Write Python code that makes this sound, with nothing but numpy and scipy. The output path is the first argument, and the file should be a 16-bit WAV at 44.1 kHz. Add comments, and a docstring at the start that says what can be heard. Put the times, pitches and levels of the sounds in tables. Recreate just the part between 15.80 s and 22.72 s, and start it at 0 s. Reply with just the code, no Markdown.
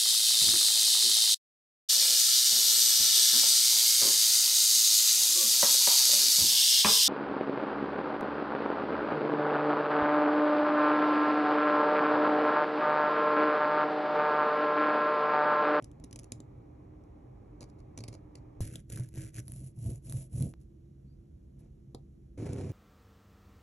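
"""A paint pen ticks and scrapes in the grooves of a carved wooden block, over a low indoor rumble.
Then a rubber roller crackles through tacky ink on a slab and rolls to and fro over the block, drumming on the wood.
A bottle nozzle taps the block and a cloth rubs it to the end. Noise grains shaped by spectra give the friction and
tearing; damped sines give the ringing wood, pen and ink. Two closely spaced microphone ports hear it all."""
import sys
import numpy as np
from scipy import signal
from scipy.fft import rfft, irfft
from scipy.io import wavfile
from scipy.ndimage import uniform_filter1d

SR = 44100
rng = np.random.default_rng(int(sys.argv[2]) if len(sys.argv) > 2 else 0)


def master(y):
    """Save y as 16-bit WAV."""
    cut = np.clip(np.atleast_2d(y).T, -1, 1)
    pcm = np.round(cut * 32767)  # scale
    wavfile.write(sys.argv[1], SR, pcm.astype(np.int16))


N = 305172
T = np.arange(N) / SR
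FREQS = np.arange(N + 1) * SR / (2 * N)

# All levels below are relative: each source, the room and the ports apply gains of their own.
# background spectra before and after the switch: (frequency [Hz], level [dB])
EARLY_ROOM = [(20, -37.5), (48, 2.5), (75, -2.5), (115, -3), (200, -11), (310, -12), (550, -22),
              (1200, -31.5), (1500, -40.5), (2300, -40), (2800, -49), (3600, -52), (10500, -55),
              (13000, -67), (16000, -72)]
LATE_ROOM = [(20, -29.5), (48, 6.5), (90, 1.5), (135, -1.5), (230, -7.5), (340, -12.5), (550, -28),
             (900, -41), (1800, -45.5), (4000, -48.5), (10500, -46.5), (13000, -60.5), (16000, -66)]
# wavering hums before and after the switch: (frequency [Hz], level [dB])
EARLY_HUM = [(119.6, -58), (301, -61.5), (387, -73), (806, -80)]
LATE_HUM = [(66, -60), (137, -59.5), (205, -69), (335, -69.5)]
# how unlike the two ports hear the background: (frequency [Hz], side minus mid [dB])
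ROOM_WIDTH = [(60, -22.5), (130, -23), (280, -5), (570, 4), (1200, 0.5), (2500, -9.5), (11000, -20)]
BACKGROUND_SWITCH_S = 2.805

# pen nib catching on ridges of the carving: (time [s], tick level [dB], thud level [dB])
NIB_TICKS = [(0.024, -46, -43), (0.0433, -40, -57), (0.115, -54, -65), (0.1995, -55.5, -45.5),
             (0.2399, -39.5, -47), (0.2443, -44, -46.5), (0.3104, -47, -46), (0.3281, -35.5, -50),
             (0.3595, -35, -53), (0.3903, -36, -55), (0.3955, -42.5, -46), (0.4334, -49, -49),
             (0.4427, -44, -61), (0.5202, -27.5, -39), (0.603, -42, -41), (1.238, -64, -71),
             (1.8075, -42.5, -46.5), (2.176, -33, -44.5), (2.1876, -38, -42.5), (2.2053, -43, -44),
             (2.2381, -33.5, -62), (2.2803, -40.5, -60), (2.2837, -34, -41.5), (2.3405, -48, -56),
             (2.5539, -40.5, -50)]
# pen nib dragging: (time [s], length [s], level [dB])
SCRAPES = [(1.805, 0.043, -57), (1.885, 0.028, -72), (1.98, 0.035, -74), (2.172, 0.021, -56.5),
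           (2.195, 0.028, -66), (2.279, 0.017, -61), (2.318, 0.044, -59.5), (2.552, 0.045, -73.5)]
# spectra of the fine pen on the petals and the thicker one on the leaves: (frequency [Hz], level [dB])
FINE_PEN_COLOUR = [(700, -7), (1500, -20), (2500, -3.5), (3600, -4.5), (4300, -5), (7000, 2.5),
                   (8500, -1.5), (10700, 5), (11800, -25.5), (14000, -45)]
THICK_PEN_COLOUR = [(600, 2.5), (1400, -39), (2200, -1), (3400, -13), (4500, 1.5), (5200, -1.5),
                    (5900, -2.5), (8300, -5.5), (10900, -4), (11800, -34), (14000, -39)]
# hollow tock of the block under the nib: (frequency [Hz], level [dB])
TOCK_COLOUR = [(200, 1.5), (330, 3), (520, 2), (750, -7), (1100, -9.5), (2000, -26), (5000, -48)]
PEN_CHANGE_S = 1.79  # from petals to leaves
BARREL_HZ, BARREL_DECAY_S = 6060, 0.00041
HOLLOW_HZ, HOLLOW_DECAY_S, HOLLOW_DB = 260, 0.0034, -6.5  # the block's hollow note, relative to the thud
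BASS_EDGE_HZ = 63  # the wood radiates little below this

# modes of the table under the slab and of the block on it: (frequency [Hz], level [dB], t60 [s])
TABLE_MODES = [(55.5, -17, 0.12), (114.7, 4.5, 0.3), (141.5, -2, 0.36), (178.4, -9, 0.24),
               (235, -10.5, 0.12), (318, -8, 0.45), (377, -12, 0.053), (473, -26.5, 0.094),
               (586, -38.5, 0.079)]
BLOCK_MODES = [(84, -8, 0.11), (117.6, 0, 0.27), (132.5, 2, 0.27), (177, -10.5, 0.27), (234, -21, 0.13),
               (304, -18.5, 0.24), (440, -23.5, 0.17), (646, -32, 0.18)]

# roller strokes, to and fro: (time [s], length [s], speeding up [s], slowing down [s],
# ink crackle level [dB], wood rumble level [dB])
STROKES = [(2.805, 0.23, 0.0046, 0.12, -61.5, -42.5), (3.08, 0.22, 0.065, 0.155, -57, -38.5),
           (3.3, 0.22, 0.11, 0.083, -57, -40), (3.52, 0.087, 0.08, 0.011, -53.5, -37.5),
           (3.58, 0.35, 0.18, 0.092, -64.5, -42.5), (3.935, 0.28, 0.15, 0.13, -62, -35.5),
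           (4.21, 0.28, 0.11, 0.097, -59.5, -40), (4.49, 0.25, 0.12, 0.12, -57.5, -33.5)]
# abrupt low thump as the background switches, and the first knock as the rolling begins: (time [s], thump level
# [dB], thump decay [s], # thud level [dB], boom [Hz], ink squelch level [dB])
ROLLING_ONSET = (2.8055, -28, .005, -25.5, 102.5, -44.5)
# roller dropping over a ridge: (time [s], thud level [dB], boom [Hz])
BUMPS = [(3.194, -25, 122.7), (3.374, -25.5, 115), (3.585, -34.5, 119), (3.974, -33.5, 138),
         (4.058, -27, 123.5), (4.341, -26, 113.6), (4.537, -31, 140.7), (4.604, -24.5, 135.5)]
# larger ink threads snapping behind the roller: (time [s], level [dB], ring [Hz])
SNAPS = [(2.853, -41, 10760), (2.9565, -34.5, 3420), (3.1001, -38.5, 7050), (3.1259, -38, 11000),
         (3.1592, -36.5, 10600), (3.174, -40, 1570), (3.197, -41, 10640), (3.2883, -49.5, 10500),
         (3.357, -44.5, 10800), (3.545, -45.5, 6400), (3.5836, -40, 1810), (3.602, -42.5, 5780),
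         (3.681, -35, 10500), (3.72, -33.5, 10200), (4.158, -44.5, 7000), (4.2971, -34.5, 10800),
         (4.3242, -29.5, 10840), (4.6243, -30.5, 10140)]
# spectra of ink crackle on slab and block, and of single snaps: (frequency [Hz], level [dB])
SLAB_COLOUR = [(600, -2.5), (1000, -19), (1600, -2.5), (2300, -3), (3000, -5.5), (4000, -9), (6500, -1),
               (9000, 2.5), (10500, 7.5), (11500, -2.5), (12500, -42), (15500, -16)]
BLOCK_COLOUR = [(600, -5.5), (1000, -23), (1800, -22.5), (2600, -17), (3800, -20), (6000, -13),
                (9000, -4.5), (10300, 2.5), (11300, -6), (12500, -45), (15500, -30)]
SNAP_COLOUR = [(700, -15), (1800, -18.5), (4000, -14.5), (7000, -11.5), (10500, -2), (11800, -13),
               (13000, -39), (15500, -24)]
BLOCK_START_S = 3.56  # the roller moves from slab to block
CRACKLE_POWER, RUMBLE_POWER = 1.9, 2.02  # amplitude grows with these powers of roller speed
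CREEP = 0.057  # least speed within a stroke, as a share of full speed
THICK_INK_SPREAD_DB = 3.2  # spread of sizes among the threads on the slab
THICK_SNAP_S, THIN_SNAP_S = 0.0029, 0.00061  # thick ink on the slab lets go more slowly

# single sharp, dry click: (time [s], level [dB])
DRY_CLICK = (4.7385, -34)
# its spectrum: (frequency [Hz], level [dB])
CLICK_COLOUR = [(300, -7), (1200, -11), (6000, -26), (13000, -39)]

# bottle being squeezed, and the glove shifting on it: (time [s], length [s], level [dB])
SQUEEZES = [(4.795, 0.046, -74), (5.78, 0.042, -73.5)]
GRIPS = [(5.76, 0.14, -58.5)]
# nozzle tapping the block: (time [s], knock level [dB], click level [dB])
TAP = (6.147, -38.5, -36)
# spectrum of the nozzle's click: (frequency [Hz], level [dB])
NOZZLE_COLOUR = [(110, 7), (220, 4.5), (350, 6), (600, 2), (1000, -5), (1500, -29), (2200, -22),
                 (2800, -27), (4300, -10.5), (5800, -26), (7400, -18), (11000, -16), (13000, -68)]
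# glove squeaking faintly on the bottle: (time [s], length [s], level [dB], start [Hz], rise [Hz/s])
SQUEAK = (5.25, 0.11, -83, 4350, 5000)

# spectrum of cloth on wood: (frequency [Hz], level [dB])
CLOTH_COLOUR = [(30, -40), (70, -7), (90, 5.5), (125, 7.5), (170, -3.5), (225, -9), (300, -2), (450, -13),
                (500, -9.5), (570, -20.5), (780, -24), (1000, -33), (1800, -36), (2300, -34), (3400, -43),
                (6500, -39.5), (10800, -38.5), (11800, -73), (15000, -94)]
# glove crinkling: (time [s], length [s], level [dB])
CRINKLES = [(6.728, 0.0089, -53)]
RUB_START_S, RUB_DB, RUB_ATTACK_S = 6.574, -37.7, 0.0055

# what the room gives back, most in the low and middle range: (frequency [Hz], level [dB])
ECHO_COLOUR = [(80, -30.5), (300, -7), (700, -2.5), (2200, -10.5), (6000, -15.5), (12000, -20)]
# how far the right port trails the left: (frequency [Hz], phase lag [rad])
PORT_PHASE = [(1800, 0.0), (3000, 1.0), (4000, 1.1), (4600, 2.1), (5200, 4.9), (5700, 6.1), (6400, 6.8),
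              (8400, 9.0), (9400, 9.6), (11800, 12.4), (13800, 12.6), (15200, 15.5)]
TOP_HZ = 15800


def undb(db):
    """Definition of level: decibels to amplitude gain."""
    return 10 ** (np.asarray(db) / 20)


def gains(points):
    """Spectral envelope: points joined in dB over log frequency, falling steeply below the first."""
    hz, db = np.transpose(points)
    envelope = undb(np.interp(np.log(FREQS + 1), np.log(hz), db))
    return envelope * np.minimum(FREQS / hz[0] + 0.0061, 1) ** 2


def response(points, size=4096):
    """Minimum phase: folding the cepstrum gives a causal impulse response, here of unit energy."""
    cepstrum = irfft(np.log(gains(points)))
    cepstrum[1:N] *= 2
    cepstrum[N + 1:] = 0
    h = irfft(np.exp(rfft(cepstrum)))[:size]
    return h / np.linalg.norm(h)


def colour(x, points):
    """Source and filter: x excites a body with the given spectrum."""
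    return signal.oaconvolve(x, response(points))[:N]


def steady(x, window_s):
    """Power normalisation: the running rms of x is held near 1."""
    power = np.abs(uniform_filter1d(x ** 2, int(window_s * SR) + 1))
    return x / np.sqrt(power + 1e-12)


def waver(hold_s):
    """Low-passed noise: a smooth random drift of spread 1 that changes about every hold_s."""
    noise = uniform_filter1d(rng.standard_normal(N), int(hold_s * SR) + 1)
    return steady(uniform_filter1d(noise, int(hold_s * SR / 2) + 1), 2.2)


def grains(per_s, spread_db):
    """Shot noise: randomly timed micro-clicks, many small and a few large."""
    size = undb(spread_db * np.minimum(rng.exponential(size=N), 6))
    happens = rng.random(N) < per_s / SR
    return steady(happens * size * rng.standard_normal(N), 0.018)


def swells(rows):
    """Amplitude modulation: half-sine gains for gestures (time [s], length [s], level [dB])."""
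    return sum(undb(db) * np.sin(np.pi * np.clip((T - s) / length, 0, 1)) for s, length, db in rows)


def add(out, s, x):
    """Superposition: mix x into out at time s."""
    i = int(s * SR)
    out[i:i + len(x)] += x[:N - i]


def split(rows, s):
    """Order in time: the events before s and those from s on."""
    return [row for row in rows if row[0] < s], [row for row in rows if row[0] >= s]


def crack(db, decay_s, size=2048):
    """Stick-slip: one slip followed by exponentially dying micro-slips."""
    burst = rng.standard_normal(size) * np.exp(-T[:size] / decay_s)
    return undb(db) * burst * np.sqrt(decay_s * SR / 2) / np.linalg.norm(burst)


def clicks(rows, decay_s):
    """Impulsive excitation: a crack at each (time [s], level [dB])."""
    out = np.zeros(N)
    for s, db in rows:
        add(out, s, crack(db, decay_s))
    return out


def pings(rows, decay_s, size=2048):
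    """Damped resonance: a brief swelling and dying sine at each (time [s], level [dB], pitch [Hz])."""
    t, out = T[:size], np.zeros(N)
    envelope = t / decay_s * np.exp(1 - t / decay_s)  # peaks at 1 after decay_s
    for s, db, hz in rows:
        add(out, s, undb(db) * envelope * np.sin(2 * np.pi * hz * t))
    return out


def ring(modes, size=16384):
    """Modal superposition: free ringing of wood after a push, peak 1."""
    t = T[:size]
    h = sum(undb(db) * np.sin(2 * np.pi * hz * t) * np.exp(-np.log(1000) * t / t60) for hz, db, t60 in modes)
    return h / np.abs(h).max()


def knocks(rows, modes):
    """Modal excitation: each blow (time [s], level [dB]) pushes the wood down and lets its modes ring."""
    out, h = np.zeros(N), ring(modes)
    for s, db in rows:
        add(out, s, -undb(db) * h)
    return out


def radiate(x):
    """Radiation efficiency: a small board gives off little deep bass."""
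    return signal.sosfilt(signal.butter(2, BASS_EDGE_HZ, "high", fs=SR, output="sos"), x)


def soften(x, corner_hz):
    """Low-pass filtering, as by a soft contact: only the lower frequencies pass."""
    return signal.sosfilt(signal.butter(4, corner_hz, fs=SR, output="sos"), x)


def background(points, hums, level_db):
    """Spatial coherence: a rumble alike at both ports in the bass, diffuse above, with wavering hums."""
    mid = colour(rng.standard_normal(N), points)
    side = colour(rng.standard_normal(N), points)
    side = irfft(rfft(side, 2 * N) * gains(ROOM_WIDTH))[:N]
    rumble = undb(level_db) * np.array([undb(-1.0) * (mid + side), mid - side])
    hum = np.zeros(N)
    for hz, db in hums:
        strength = undb(db) * (1 + 0.7 * waver(0.034))
        hum += strength * np.sin(2 * np.pi * hz * T + 0.78 * waver(0.079))
    return rumble + hum


def pen(ticks, points, tick_db, ring_db, thud_db, tock_db, decay_s, drag=0):
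    """Stick-slip over a ridge: a click and brief ring in the pen, a hollow tock in the block, a table thud."""
    s, db, thud = np.transpose(ticks)
    slips = clicks(zip(s, db + tick_db), decay_s) + drag
    barrel = pings([(when, level + ring_db, BARREL_HZ) for when, level in zip(s, db)], BARREL_DECAY_S)
    hollow = pings([(when, level + HOLLOW_DB, HOLLOW_HZ) for when, level in zip(s, thud)], HOLLOW_DECAY_S)
    tock = undb(tock_db) * colour(slips, TOCK_COLOUR) - hollow
    table = radiate(knocks(zip(s, thud + thud_db), TABLE_MODES))
    return colour(slips, points) + barrel + tock + table


def stroke(start_s, length_s, up_s, down_s):
    """Kinematics: roller speed from 0 to 1 as the hand eases into a stroke, holds its pace and eases out."""
    rise = np.sin(np.pi / 2 * np.clip((T - start_s) / up_s, 0, 1))
    fall = np.sin(np.pi / 2 * np.clip((start_s + length_s - T) / down_s, 0, 1))
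    moving = (T > start_s) * (T < start_s + length_s)
    return (CREEP + (1 - CREEP) * rise * fall) * moving


def tearing(strokes):
    """Power law of speed: the faster the roller, the harder the ink is torn."""
    return sum(undb(db) * stroke(*motion) ** CRACKLE_POWER for *motion, db, _ in strokes)


def roller(strokes, points, modes, per_s, spread_db, patchy_db, ink_db, rumble_db, rubber_hz):
    """Adhesive rupture and forced vibration: ink tears in patches, uneven rubber drums; both follow speed."""
    threads = grains(per_s, spread_db) * undb(patchy_db * waver(0.013))
    tack = colour(threads * tearing(strokes), points)
    rolling = sum(undb(db) * stroke(*motion) ** RUMBLE_POWER for *motion, _, db in strokes)
    shaken_wood = signal.oaconvolve(grains(700, 1.3), ring(modes))[:N]
    drumming = steady(radiate(shaken_wood), 0.039) * rolling
    return undb(ink_db) * tack + undb(rumble_db) * soften(drumming, rubber_hz)


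def ink_bubbles(strokes, level_db, centre_hz, count=260):
    """Bubble resonance: air pockets in thick ink pop with a few cycles each, louder with roller speed."""
    when, size, pitch = rng.random((count, 3)).T
    first, last = strokes[0], strokes[-1]
    s = first[0] + when * (last[0] + last[1] - first[0])
    hz = centre_hz * 2 ** (pitch - .5)  # within half an octave either way
    pops = pings(zip(s, level_db - 16 * size, hz), decay_s=0.001)
    return pops * tearing(strokes)


def thump(size=4096):
    """Exponential step and damped sine: an abrupt low thump with a slow, deep sway, just as the background
    switches."""
    s, db, decay_s = ROLLING_ONSET[:3]
    out = pings([(s + decay_s, db - 16, 38)], decay_s=.018, size=size)
    add(out, s, -undb(db) * np.exp(-T[:size] / decay_s))
    return soften(out, corner_hz=795)


def roller_knocks():
    """Impact excitation: the first knock and each bump boom and ring the wood; the first also squelches."""
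    s, _, _, thud_db, boom_hz, squelch_db = ROLLING_ONSET
    bumps = [(s, thud_db, boom_hz)] + list(BUMPS)
    on_slab, on_block = split([row[:2] for row in bumps], BLOCK_START_S)
    booms = undb(-1.5) * pings(bumps, decay_s=.011, size=4096)
    ringing = knocks(on_slab, TABLE_MODES) + knocks(on_block, BLOCK_MODES)
    wood = undb(-6.0) * soften(ringing, corner_hz=1100)
    squelch = colour(clicks([(s, squelch_db)], decay_s=0.026), SNAP_COLOUR)
    return booms + wood + squelch


def ink_snaps():
    """Release of tension: single snaps ring briefly above the crackle; thick ink also jolts the surface."""
    on_slab, on_block = split([(s, db - 4.5) for s, db, _ in SNAPS], BLOCK_START_S)
    thick, thin = clicks(on_slab, THICK_SNAP_S), clicks(on_block, THIN_SNAP_S)
    jolts = undb(-6) * colour(thick, TOCK_COLOUR)
    rings = undb(-4.5) * pings(SNAPS, decay_s=0.00052)
    return colour(thick + thin, SNAP_COLOUR) + jolts + rings


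def dry_click():
    """Impulse response: a single sharp, dry click."""
    s, db = DRY_CLICK
    out = np.zeros(N)
    add(out, s, undb(db) * response(CLICK_COLOUR))
    return out


def bottle():
    """Friction and impact: faint fizz at each squeeze, a soft rub of the glove, one tap of the nozzle."""
    s, knock_db, click_db = TAP
    fizz = colour(grains(2100, 2.1) * swells(SQUEEZES), SNAP_COLOUR)
    grip = colour(grains(4100, 0.91) * swells(GRIPS), CLOTH_COLOUR)
    knock = knocks([(s, knock_db)], BLOCK_MODES)
    click = colour(clicks([(s, click_db)], decay_s=0.003), NOZZLE_COLOUR)
    return fizz + grip + knock + click


def squeak():
    """Frequency modulation: a thin, unsteady tone rises in pitch, its phase the integral of frequency."""
    s, length, db, hz, rise = SQUEAK
    pitch = (hz + rise * np.clip(T - s, 0, length)) * (1 + 0.018 * waver(0.004))
    return swells([(s, length, db)]) * np.sin(2 * np.pi * np.cumsum(pitch) / SR)


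def cloth():
    """Dry friction: countless fibres catch on the carving under an even pressure; the glove crinkles."""
    pressure = undb(RUB_DB) * np.clip((T - RUB_START_S) / RUB_ATTACK_S, 0, 1)
    catches = grains(6000, 1.65) * undb(1.4 * waver(0.016))
    fibres = steady(colour(catches, CLOTH_COLOUR), 0.047)
    crinkle = colour(grains(4000, 3.5) * swells(CRINKLES), FINE_PEN_COLOUR)
    return pressure * fibres + crinkle


def room(x, t60_s, size=16384):
    """Diffuse reverberation: a short exponential tail, partly different at each port."""
    t = T[:size]
    decay = np.exp(-np.log(1000) * t / t60_s) * (t > .002)
    shared, apart = rng.standard_normal((2, size)) * decay
    echo = irfft(rfft(x, 2 * N) * gains(ECHO_COLOUR))[:N]
    tails = shared + 1.02 * apart, shared - 0.42 * apart
    return np.array([x + signal.oaconvolve(echo, h / np.linalg.norm(h))[:N] for h in tails])


def scene():
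    """Superposition: pen, roller, bottle and cloth in turn, over a rumble that switches spectrum once."""
    on_petals, on_leaves = split(NIB_TICKS, PEN_CHANGE_S)
    petals = pen(on_petals, FINE_PEN_COLOUR, tick_db=-4.2, ring_db=-12, thud_db=2, tock_db=-8, decay_s=0.0016)
    scraping = grains(2500, 3.6) * swells(SCRAPES)
    leaves = pen(on_leaves, THICK_PEN_COLOUR, tick_db=-6, ring_db=-10.5, thud_db=6.0, tock_db=-6.5,
                 decay_s=0.0023, drag=scraping)
    leaves = leaves + colour(scraping, TOCK_COLOUR)  # a dragging nib presses harder on the wood
    on_slab, on_block = split(STROKES, BLOCK_START_S)
    slab = roller(on_slab, SLAB_COLOUR, TABLE_MODES, per_s=1900, spread_db=THICK_INK_SPREAD_DB,
                  patchy_db=3.5, ink_db=4.0, rumble_db=-2.0, rubber_hz=630)
    slab = slab + ink_bubbles(on_slab, level_db=-0.5, centre_hz=1926)
    block = roller(on_block, BLOCK_COLOUR, BLOCK_MODES, per_s=9300, spread_db=3.0,
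                   patchy_db=2.0, ink_db=6.0, rumble_db=-1.0, rubber_hz=640)
    work = petals + leaves + slab + block + roller_knocks() + ink_snaps() + bottle() + squeak() + cloth()
    early = background(EARLY_ROOM, EARLY_HUM, level_db=-53)
    late = background(LATE_ROOM, LATE_HUM, level_db=-55)
    rumble = np.where(T < BACKGROUND_SWITCH_S, early, late)
    return room(work, t60_s=0.16) + thump() + dry_click() + rumble  # thump and click get no echo


def record(dry):
    """Phase lag between ports: the right trails in the treble and is a little louder; the top is cut."""
    hz, radians = np.transpose(PORT_PHASE)
    lag = np.exp(-1j * np.interp(FREQS, hz, radians))
    right = irfft(rfft(dry[1], 2 * N) * lag)[:N]
    ports = np.array([undb(0.34) * dry[0], undb(1.0) * right])
    return signal.sosfilt(signal.ellip(8, .2, 70, TOP_HZ, fs=SR, output="sos"), ports)


dry = scene()
out = record(dry)
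master(out)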